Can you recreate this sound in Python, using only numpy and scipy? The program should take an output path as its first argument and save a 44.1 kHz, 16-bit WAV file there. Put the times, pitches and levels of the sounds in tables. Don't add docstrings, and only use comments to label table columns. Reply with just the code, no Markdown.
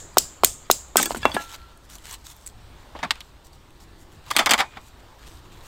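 import sys
import numpy as np
from scipy import signal
from scipy.io import wavfile
from scipy.ndimage import uniform_filter1d

SR = 44100
rng = np.random.default_rng(int(sys.argv[2]) if len(sys.argv) > 2 else 0)


def gain_from_db(level_db):
    decades = np.asarray(level_db, float) / 20
    return 10 ** decades


def int16_out(signal):
    q = np.round(np.clip(np.atleast_2d(signal).T, -1, 1) * 32767)
    wavfile.write(sys.argv[1], SR, q.astype(np.int16))


N = 250039

# hz, width_hz, level_db
BLADE = [
    [(2930, 800, -10.5), (4100, 370, -5.5), (5050, 600, -0.5), (6550, 580, -2.5), (7500, 600, -4),
     (8330, 500, 0), (9400, 600, -12), (11600, 930, -12), (14220, 560, -0.5), (15500, 600, -10.5)],
    [(2260, 1100, -12.5), (4115, 930, -7.5), (5400, 420, -13.5), (6950, 390, 0), (8450, 460, -2),
     (9200, 400, -8.5), (10680, 420, -14.5), (11560, 500, -10.5), (13000, 750, -5), (15020, 600, -6.5)],
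    [(2830, 570, -13.5), (3760, 606, -3.5), (5240, 580, -7.5), (6670, 500, 0), (7500, 630, -8.5),
     (9400, 650, -10.5), (11000, 730, -16.5), (12550, 440, -5), (13810, 450, -8), (15400, 800, -5.5)],
    [(2595, 820, -9.5), (3450, 570, -10), (5300, 700, -7), (6460, 600, -2.5), (8260, 600, 2.5),
     (9600, 540, -12), (11380, 990, -13), (13630, 700, -1), (15000, 700, -4)],
]


def evened(x):
    return x / np.sqrt(np.mean(abs(x) ** 2) + 1e-20)


def peaked(x):
    return x / (abs(x).max() + 1e-20)


def read(points, hz):
    f, value = np.transpose(points)
    return np.interp(np.log(hz + 1), np.log(f + 1), value)


def add(mix, start_s, sound):
    part = mix[round(start_s * SR):][:len(sound)]
    part += sound[:len(part)]


def seconds(length_s):
    return np.arange(int(length_s * SR)) / SR


def fall(t, t60_s):
    return gain_from_db(-60 * t / t60_s)


def resonate(x, hz, width_hz):
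    hz = min(hz, 0.45 * SR)
    return signal.lfilter(*signal.iirpeak(hz, hz / width_hz, SR), x)


def struck(x, hz, width_hz, level_db):
    steep = resonate(resonate(x, hz, 1.5 * width_hz), hz, 1.5 * width_hz)
    return gain_from_db(level_db) * np.sqrt(width_hz) * evened(steep)


def alternated(parts):
    return sum((-1) ** k * part for k, part in enumerate(parts))


def ring(modes, t):
    return sum(gain_from_db(level_db) * fall(t, t60_s) * np.sin(2 * np.pi * hz * t) for hz, level_db, t60_s in modes)


def grains(size, per_s, spread_db):
    chance, side, force = rng.random((size, 3)).T
    return (chance < per_s / SR) * np.sign(side - 0.5) * gain_from_db(-spread_db * np.log(force + 0.0092))


def shaped(spectrum, patchy_db):
    real, imag, patches = rng.standard_normal((N // 256 + 5, 513, 3)).T
    patches = uniform_filter1d(patches, size=10, axis=0)
    patches = evened(uniform_filter1d(patches, size=12, axis=1))
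    colour_db = read(spectrum, np.fft.rfftfreq(1024, 1 / SR))[:, None]
    z = (real + 1j * imag) * gain_from_db(colour_db + patchy_db * patches)
    return evened(signal.istft(z, nperseg=1024, noverlap=768)[1][:N])


def scatter(size, colour=((20, 0), (20000, 0))):
    # hz, t60_s
    band_t60 = [(500, 0.29), (1800, 0.22), (3500, 0.34), (5000, 0.29), (5900, 0.3), (6600, 0.56),
                (7600, 0.5), (9000, 0.28), (13000, 0.28)]
    hz, t, z = signal.stft(rng.standard_normal(size), SR, nperseg=128)
    level_db = read(colour, hz)[:, None] - 60 * t / read(band_t60, hz)[:, None]
    return signal.istft(z * gain_from_db(level_db), SR, nperseg=128)[1][:size]


def woodland_air():
    # hz, level_db_per_hz
    colour = [(20, -1.5), (55, -1.5), (120, -11.5), (200, -17.5), (330, -16.5), (500, -20), (1000, -19),
              (1600, -24.5), (2300, -29), (3800, -27.5), (6000, -36.5), (8200, -35.5), (10300, -44.5),
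              (13500, -42), (15600, -42.5), (15900, -63)]
    # time_s, level_db
    swell = [(0, -45.5), (1.4, -48), (2.402, -49.5), (2.799, -45.5), (3.399, -50), (4.2, -48),
             (5.001, -47.5), (5.67, -46.5)]
    # hz, width_hz, level_db
    engine = (61, 21, -62)
    air = gain_from_db(np.interp(np.arange(N) / SR, *np.transpose(swell))) * shaped(colour, patchy_db=1.6)
    hz, width_hz, level_db = engine
    return air + gain_from_db(level_db) * evened(resonate(rng.standard_normal(N), hz, width_hz))


def slap(peak_db, tail_db, steel_db, modes):
    # hz, level_db_per_hz
    return_colour = [(180, -45), (300, -12), (439, 2), (758, -14.5), (1060, -25.5), (1350, -14.5),
                     (1570, -20), (2540, -15.5), (5260, -5), (5910, -8.5), (6860, -1.5), (9240, -7.5),
                     (13500, -18), (15700, -23.5)]
    t = seconds(0.5)
    rattle_s = min(0.0029 - 0.00015 * peak_db, 0.0052)
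    rattle = rng.standard_normal(len(t)) * np.minimum(t / 0.0003, 1) * np.exp(-(t / rattle_s) ** 1.3)
    blade = alternated(struck(rattle, *mode) for mode in modes)
    wash = scatter(len(t), return_colour)
    steel = alternated(gain_from_db(level_db + steel_db) * resonate(wash, hz, 0.66 * width_hz)
                       for hz, width_hz, level_db in modes)
    tail = peaked(wash + steel) * (1 - np.exp(-t / 0.0017)) * (1 + 1.2 * np.exp(-t / 0.03))
    return gain_from_db(peak_db) * (peaked(blade) + gain_from_db(tail_db) * tail)


def earlier_slap(mix):
    # ago_s, peak_db, tail_db, steel_db
    blow = (.1, 6, -24, 4)
    ago_s, *levels_db = blow
    add(mix, 0, slap(*levels_db, BLADE[2])[round(ago_s * SR):])


def blade_slaps(mix):
    # start_s, peak_db, tail_db, steel_db
    blows = [
        (0.1824, 4, -24.5, 3),
        (0.4459, 6, -26, 2),
        (0.7124, 6, -26, 4),
        (0.9689, 6, -21.5, 0.5),
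        (1.028, -3.5, -26.5, -2),
        (1.0561, -14, -25, 3),
    ]
    for (start_s, *levels_db), modes in zip(blows, BLADE + 2 * BLADE[-1:]):
        add(mix, start_s, slap(*levels_db, modes))


def slides(mix):
    # start_s, length_s, level_db, hz, width_hz
    grinding = [(1.146, 0.0067, -31, 1400, 290), (1.11, 0.014, -38, 600, 510), (1.01, .012, -28, 6300, 500),
                (4.309, 0.0106, -20.5, 1140, 340), (4.264, 0.038, -50, 1080, 270),
                (4.335, 0.027, -43, 3680, 250), (.97, 0.031, -38, 3500, 220),
                (1.008, 0.036, -35.5, 3550, 250), (1.0275, 0.007, -25, 1900, 380),
                (1.056, 0.009, -37, 2300, 230), (1.215, 0.025, -48, 5000, 150),
                (.972, .033, -32, 1300, 1200), (3.205, 0.0122, -39, 3250, 840),
                (4.395, 0.024, -38, 7700, 500), (4.494, 0.0076, -25, 4600, 700),
                (2.95, 0.019, -38, 520, 530)]
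    jolts = [
        (.16, 0.095, -45, 70, 80),
        (1.08, .28, -42.5, 60, 70.4),
        (3.02, 0.055, -41, 201, 120),
        (4.25, .12, -54, 60, 60),
        (4.76, 0.041, -51, 219.6, 120),
    ]
    drones = [
        (1.48, .34, -61, 1350, 30),
        (3.55, .7, -62, 335, 60),
        (5.2, .45, -61, 325, 60),
        (0, 5.6, -62, 51, 10),
    ]
    for start_s, length_s, level_db, hz, width_hz in grinding + jolts + drones:
        size = round(length_s * SR)
        band = resonate(resonate(grains(size, 4000, 2.4), hz, width_hz), hz, 2 * width_hz)
        add(mix, start_s, gain_from_db(level_db) * evened(band) * signal.windows.tukey(size, 0.4))


def rubs():
    # hz, level_db_per_hz
    colour = [(530, -24), (900, 5.5), (1660, 3), (1780, 3), (2370, 1), (2980, 2), (4370, -4), (5040, -8),
              (7840, -4), (10300, -15), (12100, -11), (15700, -18)]
    # start_s, length_s, level_db, low_db, swell_db
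    strokes = [(0, 0.012, -56, -3, -12), (1.09, 0.043, -41.5, -9, -7.5), (1.144, 0.048, -50, -3, -3.5),
               (1.202, .19, -50.5, 6, 2.5), (1.397, 0.046, -43.5, -1, -8), (1.44, 0.056, -54, 1, 0),
               (1.486, 0.065, -48.5, -1, 11), (1.572, 0.16, -67.5, 7.5, -6.5),
               (1.827, 0.027, -63, -14.5, 5), (1.886, 0.074, -48.5, -6.5, 5), (1.971, 0.064, -60.5, -6, 3),
               (2.035, 0.1103, -46, -2, 11.5), (2.173, 0.1, -64, -6, 0), (2.241, 0.0785, -47.5, -8, 4),
               (2.332, 0.17, -59, -14, 3.5), (2.95, 0.235, -69.5, 19, -5), (3.2, 0.096, -64, -12, -5)]
    # start_s, length_s, level_db, low_db, swell_db
    rustles = [(3.433, 0.034, -56.5, -24, 6), (3.52, 0.037, -62.5, -12.5, 3), (3.796, 0.043, -56, -6, -4.5),
               (3.975, 0.057, -61.5, -19.5, 7.5), (4.109, .07, -64, -6, -10.5), (4.234, 0.05, -62.5, 5, 2),
               (4.315, .045, -49, -10, 0), (4.4, 0.044, -49, -10, -8), (4.47, .02, -58, -10, 0),
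               (4.545, .03, -54, -10, -6), (1.03, 0.024, -44, 2, -3), (4.701, 0.081, -73.5, 22.5, 6.5),
               (4.802, 0.088, -59.5, -16, 6), (4.986, 0.018, -64.5, 2, 0), (5.174, 0.077, -62.5, 5, 8),
               (5.253, .14, -57.5, -2, -4), (5.443, .015, -60.5, 1.5, -1), (5.51, 0.11, -62, 5.5, -4),
               (5.622, 0.058, -53, -5.5, 11)]
    grip_s, lift_t60_s = 0.013, 0.073
    grit = shaped(colour, patchy_db=2.2)
    grit = grit * (1 + 0.5 * abs(evened(uniform_filter1d(grains(N, 400, 4), size=60))))
    low = signal.sosfilt(signal.butter(4, 4500, fs=SR, output="sos"), grit)
    high = signal.sosfilt(signal.butter(4, 4500, "high", fs=SR, output="sos"), grit)
    low_level, high_level = np.zeros((2, N))
    for start_s, length_s, level_db, low_db, swell_db in strokes + rustles:
        t = np.arange(0, length_s + lift_t60_s, 1 / SR)
        swell = gain_from_db(level_db + swell_db * (np.minimum(t / length_s, 1) - 0.5))
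        level = np.minimum(t / grip_s, 1) * swell * fall(np.maximum(t - length_s, 0), lift_t60_s)
        add(high_level, start_s, level)
        add(low_level, start_s, level * gain_from_db(low_db))
    return high_level * evened(high) + low_level * evened(low)


def knock(peak_db, tilt_db, rise_s, t60_s, thump_db):
    # hz, width_hz, level_db
    gear = [(556, 140, -1.5), (842, 375, 10), (1163, 110, 8.5), (1460, 1220, 2.5), (2250, 480, 5),
            (2920, 1080, -1), (3670, 350, 2), (4182, 690, -3.5), (5360, 1700, -13.5), (5900, 1100, -7.5),
            (7610, 670, -9), (8160, 1000, -11.5), (10150, 1200, -20.5), (13200, 2400, -19)]
    t = seconds(0.2)
    shower = evened(grains(len(t), 8000, 2.6)) * (1 - np.exp(-(t / rise_s) ** 2))
    shower[round(rise_s * SR)] += 9 * np.exp(-rise_s / 0.0034)
    hz, width_hz, level_db = np.transpose(gear)
    held_hz = hz * rng.uniform(0.93, 1.134, len(gear))
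    heavy_db = (thump_db + 12) * np.clip(np.log2(1100 / hz), 0, 1)
    level_db = level_db + tilt_db * np.log2(np.minimum(hz, 7000) / 1500) + heavy_db
    decay_s = t60_s * (1500 / np.minimum(hz, 6000)) ** 0.45
    clack = alternated(struck(shower * fall(t, d), f, w, db) * np.sqrt(d)
                       for f, w, db, d in zip(held_hz, width_hz, level_db, decay_s))
    thump = struck(shower * fall(t, t60_s), 250, 130, 0)
    return gain_from_db(peak_db) * (peaked(clack) + gain_from_db(thump_db) * peaked(thump))


def knocks(mix):
    # start_s, peak_db, tilt_db_per_octave, rise_s, t60_s
    tumble = [(.974, -21.5, 7, 0.0019, 0.36), (0.9975, -16, 0, 0.0011, 0.028),
              (1.0002, -13, 2, 0.00056, .03), (1.0102, -20.5, 7.5, 0.0018, 0.14),
              (1.093, -37, -7, 0.0011, .035), (1.116, -22, 1.5, .00067, 0.051),
              (1.16, -25, -0.5, 0.00048, 0.028), (1.166, -26, 13.5, 0.0026, .12),
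              (1.339, -18, 8, 0.006, 0.09), (1.398, -35.5, -4, 0.0016, 0.08), (1.54, -46, -11, 0.0017, .11)]
    set_down = [
        (2.949, -31, -8, .00091, 0.1),
        (2.989, -28, -1, .001, 0.074),
        (3.0272, -14, -5, 0.0031, 0.064),
        (3.034, -18, -2.5, 0.0018, 0.052),
        (3.045, -23, -2.5, .003, 0.047),
        (3.107, -25, 6, 0.00077, 0.023),
        (3.114, -17.5, 3, .001, 0.038),
        (3.2055, -26.5, 8, .0002, .05),
        (3.155, -35, 5, .001, 0.025),
    ]
    rummage = [(4.263, -37, 8, .001, 0.11), (4.3027, -23.5, 2.5, 0.0011, 0.055),
               (4.3061, -18.5, 5, 0.00048, 0.033), (4.3107, -13, 10, 0.00052, 0.038),
               (4.313, -16, 4, 0.00057, .08), (4.336, -33, 6.5, 0.0008, 0.08), (4.35, -24, -6, 0.0021, .2),
               (4.3646, -0.5, 7.5, 0.00035, .03), (4.368, -4.5, 5, 0.00056, 0.084),
               (4.385, -10, 5, .0005, 0.053), (4.3892, -3.5, 0.5, .0015, 0.067),
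               (4.3935, -4.5, 1.5, 0.00048, 0.094), (4.403, -19.5, -1, 0.0029, 0.2),
               (4.4598, -6, 6.5, 0.0003, 0.033), (4.4634, -8, -0.5, 0.00034, 0.089),
               (4.469, -14, 3, .0006, 0.05), (4.4932, -8.5, 2, 0.00034, 0.072),
               (4.498, -13, 1, 0.00066, .05), (4.505, -15, -8, 0.0023, 0.037),
               (4.5085, -2.5, 8.5, .00035, 0.057), (4.5128, -2, 3.5, .00042, 0.063),
               (4.5169, -7, 3, 0.00092, 0.092), (4.524, -17, -9, 0.0024, .035),
               (4.5352, -2, 4, .0003, 0.05), (4.539, -4.5, 1, .001, 0.07),
               (4.5783, -14.5, 2.5, 0.00071, .15), (4.586, -10.5, 0, 0.0029, 0.14),
               (4.596, -10.5, 0.5, 0.0022, 0.081), (4.6047, -8.5, 2, 0.00055, 0.067),
               (4.611, -16, -2, .002, 0.085), (4.769, -26.5, -5, 0.0012, 0.075),
               (4.272, -37.5, 8.5, 0.011, 0.28)]
    cracks = [
        (1.256, -15, -6, .001, 0.13),
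        (.7062, -16, 8.5, 0.0016, 0.017),
        (.617, -48, 14, 0.00083, .04),
        (1.2541, -7, -1, .0002, .015),
        (.001, -36, 8, .001, .05),
    ]
    # full_force_db, db_per_db_force, db_per_db_tilt
    weight = [
        (-14, -0.23, 0.5),
        (-39.5, -0.7, -0.6),
        (-24.5, 0.22, -0.23),
        (-13.5, 1.24, -4.5),
    ]
    for events, (full_db, per_force, per_tilt) in zip((tumble, set_down, rummage, cracks), weight):
        for start_s, peak_db, tilt_db, rise_s, t60_s in events:
            thump_db = full_db + per_force * peak_db + per_tilt * tilt_db
            add(mix, start_s, knock(peak_db, tilt_db, rise_s, t60_s, thump_db))


def bird_chirps(mix):
    # start_s, length_s, level_db, top_hz
    calls = [
        (.119, .032, -62, 2460),
        (.641, .032, -62, 2450),
    ]
    for start_s, length_s, level_db, top_hz in calls:
        u = np.linspace(-1, 1, round(length_s * SR))
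        phase = 2 * np.pi * np.cumsum(top_hz * (1 - 0.19 * u ** 2)) / SR
        whistle = np.sin(phase) + gain_from_db(1) * np.sin(2 * phase)
        add(mix, start_s, gain_from_db(level_db + 3) * whistle * signal.windows.tukey(len(u), 0.6))


def ticks(mix):
    # start_s, peak_db, centre_hz
    events = [(0.1436, -40, 8600), (.817, -42, 10500), (.886, -46.5, 9070), (1.7746, -41, 8800),
              (1.9839, -36.5, 3270), (2.0433, -39, 7850), (2.1111, -25, 6130), (2.1274, -22.5, 8510),
              (2.145, -30, 8320), (2.3654, -40, 13500), (2.424, -44, 5900), (2.4632, -26, 7870),
              (2.467, -23, 7900), (2.4744, -21.5, 7490), (2.478, -29.5, 7500), (2.4886, -36, 7960),
              (3.5314, -41.5, 4600), (3.706, -47, 2580), (3.807, -45, 5300), (4.013, -45, 7000),
              (4.1198, -45.5, 3090), (1.0325, -14, 7400), (1.1595, -31, 3300), (1.1165, -29, 4600),
              (1.011, -22, 6000), (1.0195, -22, 5600)]
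    t = seconds(1 / 30)
    for start_s, peak_db, hz in events:
        burst = rng.standard_normal(len(t)) * (fall(t, 0.0063) + 0.053 * fall(t, 0.027))
        tone = resonate(resonate(burst, hz, 0.12 * hz), hz, 0.38 * hz)
        add(mix, start_s, gain_from_db(peak_db) * peaked(tone + 0.21 * resonate(burst, 8000, 9000)))


def log_thuds(mix):
    # start_s, peak_db, pulse_hz, ring_db, splinter_db
    blows = [(.1701, 0, 830, -8, -13.5), (.4349, -0.5, 900, -9, -11.5), (.6998, 0, 874, -8.5, -16),
             (.9571, -3.5, 830, -5.5, -15.5), (1.1068, -12, 714, -23, -16), (1.1462, -19.5, 850, -0.5, -8),
             (1.2535, 1.5, 945, -11.5, -35), (1.3655, -7.5, 730, -8.5, -23), (1.073, -30, 500, 7, -20),
             (1.058, -25.5, 450, 0, -20), (1.246, -31, 900, -15, -21)]
    # hz, level_db, t60_s
    log_modes = [(361, 6, 0.031), (730, 1, 0.024), (1093, -5, 0.024), (1507, 0.5, 0.021), (256, -11, 0.082)]
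    t = seconds(0.125)
    wood = peaked(ring(log_modes, t) * (1 - np.exp(-(t / 0.0011) ** 2)))
    for start_s, peak_db, hz, ring_db, splinter_db in blows:
        turns = t * hz - 0.63
        contact = 0.5 + 0.5 * np.tanh(turns / 0.05)
        push = -np.cos(2 * np.pi * (turns - 0.11)) * np.exp(-((turns - 0.4) / 0.64) ** 2) * contact
        push += 0.14 * (1 - contact) * np.minimum(3 * t * hz, 1)
        splinters = resonate(rng.standard_normal(len(t)), 1700, 5000) * fall(t, 0.045)
        splinters *= np.minimum(t * hz / 0.8, 1) ** 2
        thud = peaked(push) + gain_from_db(ring_db) * wood + gain_from_db(splinter_db) * splinters
        add(mix, start_s, gain_from_db(peak_db) * thud)


def split_stutters(mix):
    # start_s, length_s, level_db, slips_per_s
    events = [
        (.971, .032, -24, 258),
    ]
    # hz, width_hz, level_db
    wood_modes = [(1285, 70, -3), (1550, 70, 0), (1920, 90, -9), (2410, 90, -13), (3480, 100, -12)]
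    for start_s, length_s, level_db, per_s in events:
        size = round(length_s * SR)
        drift = 1 + 0.012 * evened(uniform_filter1d(rng.standard_normal(size), size=100))
        slips = np.diff(np.floor(np.cumsum(per_s * drift) / SR), prepend=0)
        wood = sum(struck(slips + 0.04 * rng.standard_normal(size), *mode) for mode in wood_modes)
        add(mix, start_s, gain_from_db(level_db) * evened(wood) * signal.windows.tukey(size, 0.3))


def stick_bounces(mix):
    # start_s, peak_db, favoured_hz, breadth_octaves, damping_factor
    bounces = [
        (1.231, -18.5, 2560, 0.81, 1.3),
        (1.255, -22.5, 3420, .12, 0.86),
        (1.2548, -11.5, 2820, 0.19, 1.44),
        (1.255, -22, 780, 1.1, 1.4),
        (1.317, -22.5, 3900, 0.22, 1.4),
        (1.3665, -14.5, 1590, 0.66, 1.2),
        (1.399, -28, 810, 1, 3),
        (1.06, -22, 1940, 0.95, 2.3),
        (1.057, -21, 4200, .35, 1.3),
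        (.975, -24, 2900, 0.28, 0.68),
    ]
    # hz, level_db, t60_s
    stick = [(225, 4, .3), (298, 14, 0.38), (516, 2.5, 0.36), (545, 5, 0.4), (676, 2, .25), (838, 5, 0.31),
             (1060, 4, .09), (1350, 1, 0.23), (1680, 7, 0.16), (2350, -9.5, 0.2), (2715, -2, 0.11),
             (3390, 3, 0.076), (4560, -1, 0.073)]
    t = seconds(1 / 3)
    for start_s, peak_db, favoured_hz, breadth, damping in bounces:
        modes = [(hz, level_db - 6 * (np.log2(hz / favoured_hz) / breadth) ** 2, t60_s / damping)
                 for hz, level_db, t60_s in stick]
        waver = 1 + 0.1 * evened(uniform_filter1d(rng.standard_normal(len(t)), size=200))
        add(mix, start_s, gain_from_db(peak_db) * peaked(ring(modes, t)) * waver)


def hard_snaps(mix):
    # start_s, peak_db, top_hz
    snaps = [
        (1.2546, -4, 3000),
        (4.3362, -26, 6000),
        (4.4929, -14, 5000),
        (4.5353, -10, 4000),
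        (4.384, -18, 6000),
        (4.3905, -12, 5000),
    ]
    for start_s, peak_db, top_hz in snaps:
        u = seconds(1 / 200) * 2 * np.pi * top_hz
        add(mix, start_s, gain_from_db(peak_db) * (1 - u) * np.exp(-u))


def metal_rings(mix):
    # start_s, level_db, hz, t60_s
    rings = [
        (1.368, -44, 1350, 1.2),
        (4.621, -50, 2449, 0.87),
    ]
    t = seconds(0.5)
    for start_s, level_db, hz, t60_s in rings:
        add(mix, start_s, ring([(hz, level_db, t60_s)], t) * signal.windows.tukey(len(t), 0.2))


def latch_clicks(mix):
    # start_s, peak_db, t60_s
    clicks = [
        (3.1076, 0, .025),
        (3.1109, -4, 0.029),
    ]
    # hz, width_hz, level_db
    latch = [(1090, 370, -4), (2010, 520, -0.5), (2900, 670, -6), (3900, 780, -2), (4910, 900, -8.5),
             (6900, 1200, -16.5), (8400, 900, -16), (10500, 1500, -31), (13000, 1800, -27)]
    t = seconds(0.1)
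    for start_s, peak_db, t60_s in clicks:
        chatter = 0.073 * rng.standard_normal(len(t)) * fall(t, t60_s)
        chatter[0] = 1
        add(mix, start_s, gain_from_db(peak_db) * peaked(alternated(struck(chatter, *mode) for mode in latch)))


def scene():
    near = np.zeros(N)
    for source in (blade_slaps, slides, knocks, bird_chirps, ticks, log_thuds, split_stutters,
                   stick_bounces, hard_snaps, metal_rings, latch_clicks):
        source(near)
    trees = np.pad(scatter(SR // 4), (300, 0))
    near += gain_from_db(-26) * signal.oaconvolve(near, trees / np.linalg.norm(trees))[:N]
    near += rubs()
    earlier_slap(near)
    return (near + woodland_air())[None]


def band_limit(x):
    return signal.sosfilt(signal.butter(12, 16430, fs=SR, output="sos"), x)


def record(dry):
    clipped = np.clip(dry, -0.97, 0.97)
    lowpass = signal.firwin(191, 16200, window=("kaiser", 7), fs=SR)
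    limited = signal.oaconvolve(clipped, lowpass[None], "same")
    return band_limit(limited)


dry = scene()
out = record(dry)
int16_out(out)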